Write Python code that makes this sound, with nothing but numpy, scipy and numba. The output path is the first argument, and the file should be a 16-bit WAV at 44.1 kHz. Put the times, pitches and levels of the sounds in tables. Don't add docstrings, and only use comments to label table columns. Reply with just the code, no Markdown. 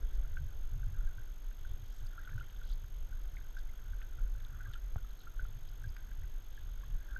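import sys
import numpy as np
from scipy import signal
from scipy.fft import rfft, irfft
from scipy.io import wavfile
from scipy.ndimage import uniform_filter1d
from numba import njit

SR = 44100
rng = np.random.default_rng(int(sys.argv[2]) if len(sys.argv) > 2 else 0)


def waveform_to_disk(signal):
    frames = np.transpose(np.atleast_2d(signal))
    scaled = np.clip(frames, -1, 1) * 32767
    samples = np.round(scaled).astype(np.int16)
    wavfile.write(sys.argv[1], SR, samples)


def level_to_linear(level):
    exponent = np.asarray(level, float) / 20
    return 10 ** exponent


N = 317079
T = np.arange(N) / SR

# (peak time [s], gain added to calm [dB])
GUSTS = [(0.0, -28.5), (0.2, -29.5), (0.56, -32), (0.8, -40), (1.04, -33), (1.74, -34.5), (2.02, -44.5),
         (2.36, -37), (2.72, -38), (3.02, -38), (3.27, -39.5), (3.96, -40.5), (4.22, -33.5), (4.93, -36),
         (5.43, -34), (6.15, -43), (6.79, -40), (6.95, -41.5), (7.17, -36.5)]
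GUST_RISE_S, GUST_FALL_S, CALM_DB = 0.059, 0.065, -42.5
# (peak time [s], gain added to lapping [dB])
SLAPS = [(0.18, -50.5), (0.4, -48.5), (0.72, -46), (0.86, -40), (1.04, -49.5), (1.74, -50), (2.02, -50.5),
         (2.36, -38.5), (2.75, -44.5), (3.35, -48), (3.92, -50), (4.2, -50.5), (4.54, -45.5), (4.68, -48.5),
         (5.43, -49), (5.87, -42.5), (6.67, -49.5), (6.85, -49.5)]
SLAP_RISE_S, SLAP_FALL_S, LAP_DB = 0.04, 0.048, -59
# (time [s], ring peak [dB], starting pitch [Hz], snap re ring [dB])
DRIPS = [(0.232, -61, 1520, -17), (0.3707, -40, 1486, -16), (0.832, -51.5, 1490, -15),
         (0.9436, -58, 1570, -18), (1.0734, -52.5, 1540, -21), (1.183, -49, 1490, -20),
         (1.5135, -56, 1490, -13), (1.65, -50.5, 1480, -26), (2.1326, -55, 1410, -24),
         (2.1795, -44.5, 1366, -22), (2.191, -49, 1550, -27), (2.236, -60, 1850, -14),
         (2.2493, -55, 1460, -25), (2.2748, -45, 1444, -19), (2.293, -49, 1360, -9), (2.33, -55, 1640, -22),
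         (2.38, -44, 1460, -20), (2.41, -43.5, 1404, -25), (2.43, -60, 2050, -16), (2.616, -51, 1440, -18),
         (2.64, -56.5, 1490, -25), (2.844, -57, 1460, -10), (3.1273, -52, 1470, -22),
         (3.3702, -47, 2080, -13), (3.413, -55.5, 1560, -12), (3.5686, -44.5, 1494, -23),
         (3.5833, -53, 1590, -17), (3.665, -58, 1460, -9), (3.693, -59, 2040, -18), (3.7928, -56, 1510, -9),
         (3.9335, -51, 1500, -17), (4.0175, -51, 1750, -0.5), (4.029, -55, 1500, -18),
         (4.186, -53, 1400, -20), (4.405, -54.5, 1490, -7), (4.4657, -58, 1430, -21),
         (4.6068, -46, 1490, -17), (4.6578, -48, 1580, -18), (4.67, -57, 1200, -20),
         (4.712, -56, 1400, -20), (4.737, -54, 1630, -14), (4.755, -48.5, 1364, -21),
         (4.9818, -51.5, 1420, -24), (5.0467, -55, 1270, -20), (5.271, -47.5, 1340, -25),
         (5.395, -40, 1464, -33), (5.4045, -55, 1410, -19), (5.4525, -50.5, 1330, -14),
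         (5.7254, -60, 1430, -18), (5.8224, -57, 1430, -13), (5.841, -47.5, 1570, -22),
         (5.967, -45.5, 1500, -11), (5.9918, -59, 1490, -18), (6.0916, -56, 1480, -12),
         (6.115, -54, 1580, -16), (6.2206, -55.5, 1600, -12), (6.236, -58, 1950, -14),
         (6.243, -57, 1500, -18), (6.577, -50.5, 1634, -19), (6.6902, -58, 1420, -14),
         (6.834, -55, 1070, -16), (6.836, -57, 1610, -20), (7.007, -59, 1560, -18),
         (7.1015, -56, 1570, -20), (7.1628, -36.5, 1490, -37)]
DRIP_CYCLES, DRIP_SWELL_S, DRIP_PHASE_GLIDE = 28, 0.0033, 0.035
HALF_LENGTH_SNAP_DB, SHORTER_PER_DB = -13, 0.1
# (time [s], level [dB])
KNOCKS = [(4.9593, -32.5)]
# (frequency [Hz], level re knock [dB], t60 [s])
HULL_MODES = [(81, 4, 0.031), (179, -6, 0.0058), (420, -9.5, 0.003), (745, -7, 0.0069),
              (1230, -4.5, 0.0026)]
KNOCK_TOP_HZ = 1700
# (time [s], ring level [dB], starting pitch [Hz])
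TICKS = [(0.1436, -62, 3540), (2.0697, -52, 4730), (2.252, -52, 3400), (2.4, -51.5, 2880),
         (2.4438, -57, 3060), (2.5005, -54.5, 3060), (2.5644, -52.5, 3460), (2.6354, -55, 3400),
         (2.6444, -58, 4000), (2.69, -56, 3250), (2.7013, -53, 3620), (2.724, -55, 3600), (2.73, -56, 4660),
         (3.5748, -57, 3330), (3.59, -59, 4700), (3.6027, -59, 3280), (4.026, -57, 3240),
         (4.4024, -56, 3560), (4.4503, -48, 3580), (4.737, -46, 3470), (4.7424, -46, 3040),
         (5.107, -56.5, 4000), (5.192, -59, 3900), (5.2063, -54, 4120), (5.2214, -56, 3770),
         (5.6875, -58, 3920), (5.69, -56, 4900), (5.8924, -53, 4880), (5.968, -58, 4900),
         (7.1097, -57, 3370)]
TICK_SNAP_DB = -26
# (time [s], level [dB])
CRACKS = [(2.0623, -63), (5.8344, -65)]
# (centre time [s], length between 1/e points [s], level [dB], centre [Hz])
SPLASHES = [(0.15, 0.031, -69.5, 4500), (1.95, 0.17, -72.5, 5900), (2.40, 0.29, -77, 3380),
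            (2.702, 0.083, -66, 3860), (3.584, 0.039, -66, 4200), (4.447, .08, -75, 3600),
            (4.737, 0.041, -69, 3380), (5.225, 0.073, -77, 4300)]
# (time of most flow [s], gain added to trickle [dB])
RUNOFF = [(0.2, -71), (1.04, -68.5), (2.34, -64), (3.36, -73.5), (4.02, -72), (4.62, -64.5), (5.39, -75),
          (6.01, -72.5), (7.17, -65)]
RUNOFF_RISE_S, RUNOFF_FALL_S, TRICKLE_DB = 0.19, 0.16, -79
SPRAY_DB, AIR_DB = -75.5, -77.5
# (frequency [Hz], width before broadening [Hz], gain [dB])
CASE_MODES = [(1490, 327, 4), (1968, 113, -3.5), (3343, 700, -3), (4880, 360, -14)]
CASE_BROADENING = 1.17
FRAME_HZ, WHINE_HZ = 48.0, 6447.0
# (peak [dB], on [share of frame], off [share of frame])
WHINE_PARTIALS = [(-66, .21, 0.63), (-66.5, 0.18, 0.58)]
# (frequency [Hz], relative density [dB per Hz])
HISS_SHAPE = [(100, 2.5), (230, 0), (500, -5.5), (1040, -8), (2500, -13), (5600, -19), (8000, -23.5),
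              (10700, -26.5), (12000, -25.5), (15000, -30.5)]
HISS_DB = -66.5


def level(x, db):
    return x * level_to_linear(db) / np.sqrt(np.mean(x ** 2))


def band(x, hz, width_hz):
    return signal.lfilter(*signal.iirpeak(hz, hz / width_hz, fs=SR), x)


def steep(x, lo_hz, hi_hz, order=3):
    sos = signal.butter(order, [lo_hz, hi_hz], "band", fs=SR, output="sos")
    return signal.sosfilt(sos, x)


def walk(rate_hz):
    hold = int(SR / rate_hz)
    steps = np.repeat(rng.standard_normal(N // hold + 1), hold)
    return 1.78 * uniform_filter1d(uniform_filter1d(steps, hold), hold)[:N]


def surges(rows, rise_s, fall_s, rest_db):
    peaks = sum(level_to_linear(db) * np.exp(np.minimum((T - s) / rise_s, (s - T) / fall_s)) for s, db in rows)
    return level_to_linear(rest_db) + peaks


@njit
def bubbles(start_s, size, hz, t60_s, rise_s, glide):
    out = np.zeros(N)
    for k in range(len(start_s)):
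        first = int(start_s[k] * SR)
        for i in range(min(int((t60_s[k] + rise_s[k]) * SR), N - first)):
            t = i / SR
            swell = np.sin(np.pi / 2 * min(t / rise_s[k], 1.0)) ** 2
            fade = np.exp(-6.9 * (max(t - rise_s[k], 0.0) / t60_s[k]) ** 1.7)
            turns = hz[k] * t * (1 + glide[k] * t / t60_s[k])
            out[first + i] += size[k] * swell * fade * np.sin(2 * np.pi * turns)
    return out


def swarm(lo_hz, hi_hz, cycles, scatter_db, count):
    when, pitch, loud, slide = rng.random((count, 4)).T
    hz = lo_hz * (hi_hz / lo_hz) ** pitch
    size = level_to_linear(-scatter_db * np.log(1 - 0.98 * loud))
    return level(bubbles(when * T[-1], size, hz, cycles / hz, 2 / hz, 0.079 * slide), 0)


def snaps(s, db, lo_hz, hi_hz, decay_s):
    gate = np.zeros(N)
    gate[(s * SR).astype(int)] = level_to_linear(db)
    gate = signal.lfilter([1], [1, -np.exp(-1 / (decay_s * SR))], gate)
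    return gate * level(steep(rng.standard_normal(N), lo_hz, hi_hz), 0)


def case(x):
    out = 0
    for hz, width_hz, db in CASE_MODES:
        broad_hz = CASE_BROADENING * width_hz
        out = out + level_to_linear(db) * band(band(x, hz, broad_hz), hz, broad_hz)
    return out


def rumble():
    gust = surges(GUSTS, GUST_RISE_S, GUST_FALL_S, CALM_DB)
    heave = level(steep(rng.standard_normal(N), 12.4, 37.6), 0)
    lap = 0
    for hz, db in [(60, 0.5), (90, 2), (120, -7)]:
        tone = level(band(rng.standard_normal(N), hz, 0.38 * hz), db)
        lap = lap + tone * level_to_linear(4.66 * walk(14))
    lap = level(steep(lap, 55.0, 138.4), 0)
    wash = level(steep(rng.standard_normal(N), 140, 627, order=2), -37)
    return (wash + heave) * gust + lap * surges(SLAPS, SLAP_RISE_S, SLAP_FALL_S, LAP_DB)


def drips():
    s, db, hz, snap_db = np.transpose(DRIPS)
    keep = np.clip(0.5 - SHORTER_PER_DB * (snap_db - HALF_LENGTH_SNAP_DB), 0.3, 1)
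    glide = np.full(len(s), DRIP_PHASE_GLIDE)
    ring = bubbles(s - 0.002, level_to_linear(db), hz, keep * DRIP_CYCLES / hz, keep * DRIP_SWELL_S, glide)
    tail = rng.standard_normal(SR // 8) * np.exp(-np.log(1000) * T[:SR // 8] / 0.12)
    echo = signal.fftconvolve(ring, level(tail, -49))[:N]
    snap = snaps(s, db + snap_db, 1470, 2740, 0.0039)
    return ring + echo + snap + level_to_linear(-8.5) * case(snap)


def knocks():
    s, db = np.transpose(KNOCKS)
    one = np.ones(len(s))
    ring = 0
    for hz, mode_db, t60_s in HULL_MODES:
        ring = ring + bubbles(s, level_to_linear(db + mode_db), hz * one, t60_s * one, 0.23 / hz * one, 0 * one)
    return steep(ring, 20, KNOCK_TOP_HZ, order=4)


def ticks():
    s, db, hz = np.transpose(TICKS)
    one = np.ones(len(s))
    ring = bubbles(s - 0.001, level_to_linear(db), hz, 0.0061 * one, 0.00015 * one, 0.012 * one)
    snap = snaps(s, db + TICK_SNAP_DB, 4000, 9500, 0.0039)
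    crack = snaps(*np.transpose(CRACKS), 3800, 10000, 0.0045)
    return ring + snap + crack


def splashes():
    fizz = swarm(3000, 9000, 7, 3.0, count=7000)
    out = 0
    for s, length_s, db, hz in SPLASHES:
        swell = np.exp(-((T - s) / (length_s / 2)) ** 2)
        out = out + level(band(fizz, hz, 0.5 * hz), db) * swell
    return out


def water():
    flow = surges(RUNOFF, RUNOFF_RISE_S, RUNOFF_FALL_S, TRICKLE_DB)
    trickle = level(case(swarm(1100, 2060, 16, 3.2, count=2200)), 0) * flow
    spray = level(case(swarm(2684, 5200, 13.0, 1.5, count=5000)), SPRAY_DB)
    spray = spray * level_to_linear(walk(3.31))
    air = level(case(rng.standard_normal(N)), AIR_DB)
    return trickle + spray + air


def whine():
    frame, part = np.divmod(T * FRAME_HZ, 1)
    frame = frame.astype(int)
    jitter = 0.14 * rng.standard_normal(frame[-1] + 1)[frame]
    slip = 0.33 * (frame % 2) + jitter
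    turns = WHINE_HZ * part / FRAME_HZ + slip
    edge = 0.015
    out = 0
    for k, (db, on, off) in enumerate(WHINE_PARTIALS):
        gate = np.clip(np.minimum(part - on, off - part) / edge, 0, 1)
        out = out + level_to_linear(db) * gate * np.sin(2 * np.pi * (k + 1) * turns)
    return out


def hiss():
    hz, db = np.transpose(HISS_SHAPE)
    f_hz = np.maximum(np.arange(N // 2 + 1) * SR / N, 1)
    gain = level_to_linear(np.interp(np.log(f_hz), np.log(hz), db, left=-80))
    return level(irfft(rfft(rng.standard_normal(N)) * gain, N), HISS_DB)


def scene():
    return (rumble() + drips() + knocks() + ticks() + splashes() + water())[None]


def top_cut(x):
    return signal.sosfilt(signal.butter(12, 15250, fs=SR, output="sos"), x)


def record(dry):
    mix = dry + hiss() + whine()
    return top_cut(mix)


dry = scene()
out = record(dry)
waveform_to_disk(out)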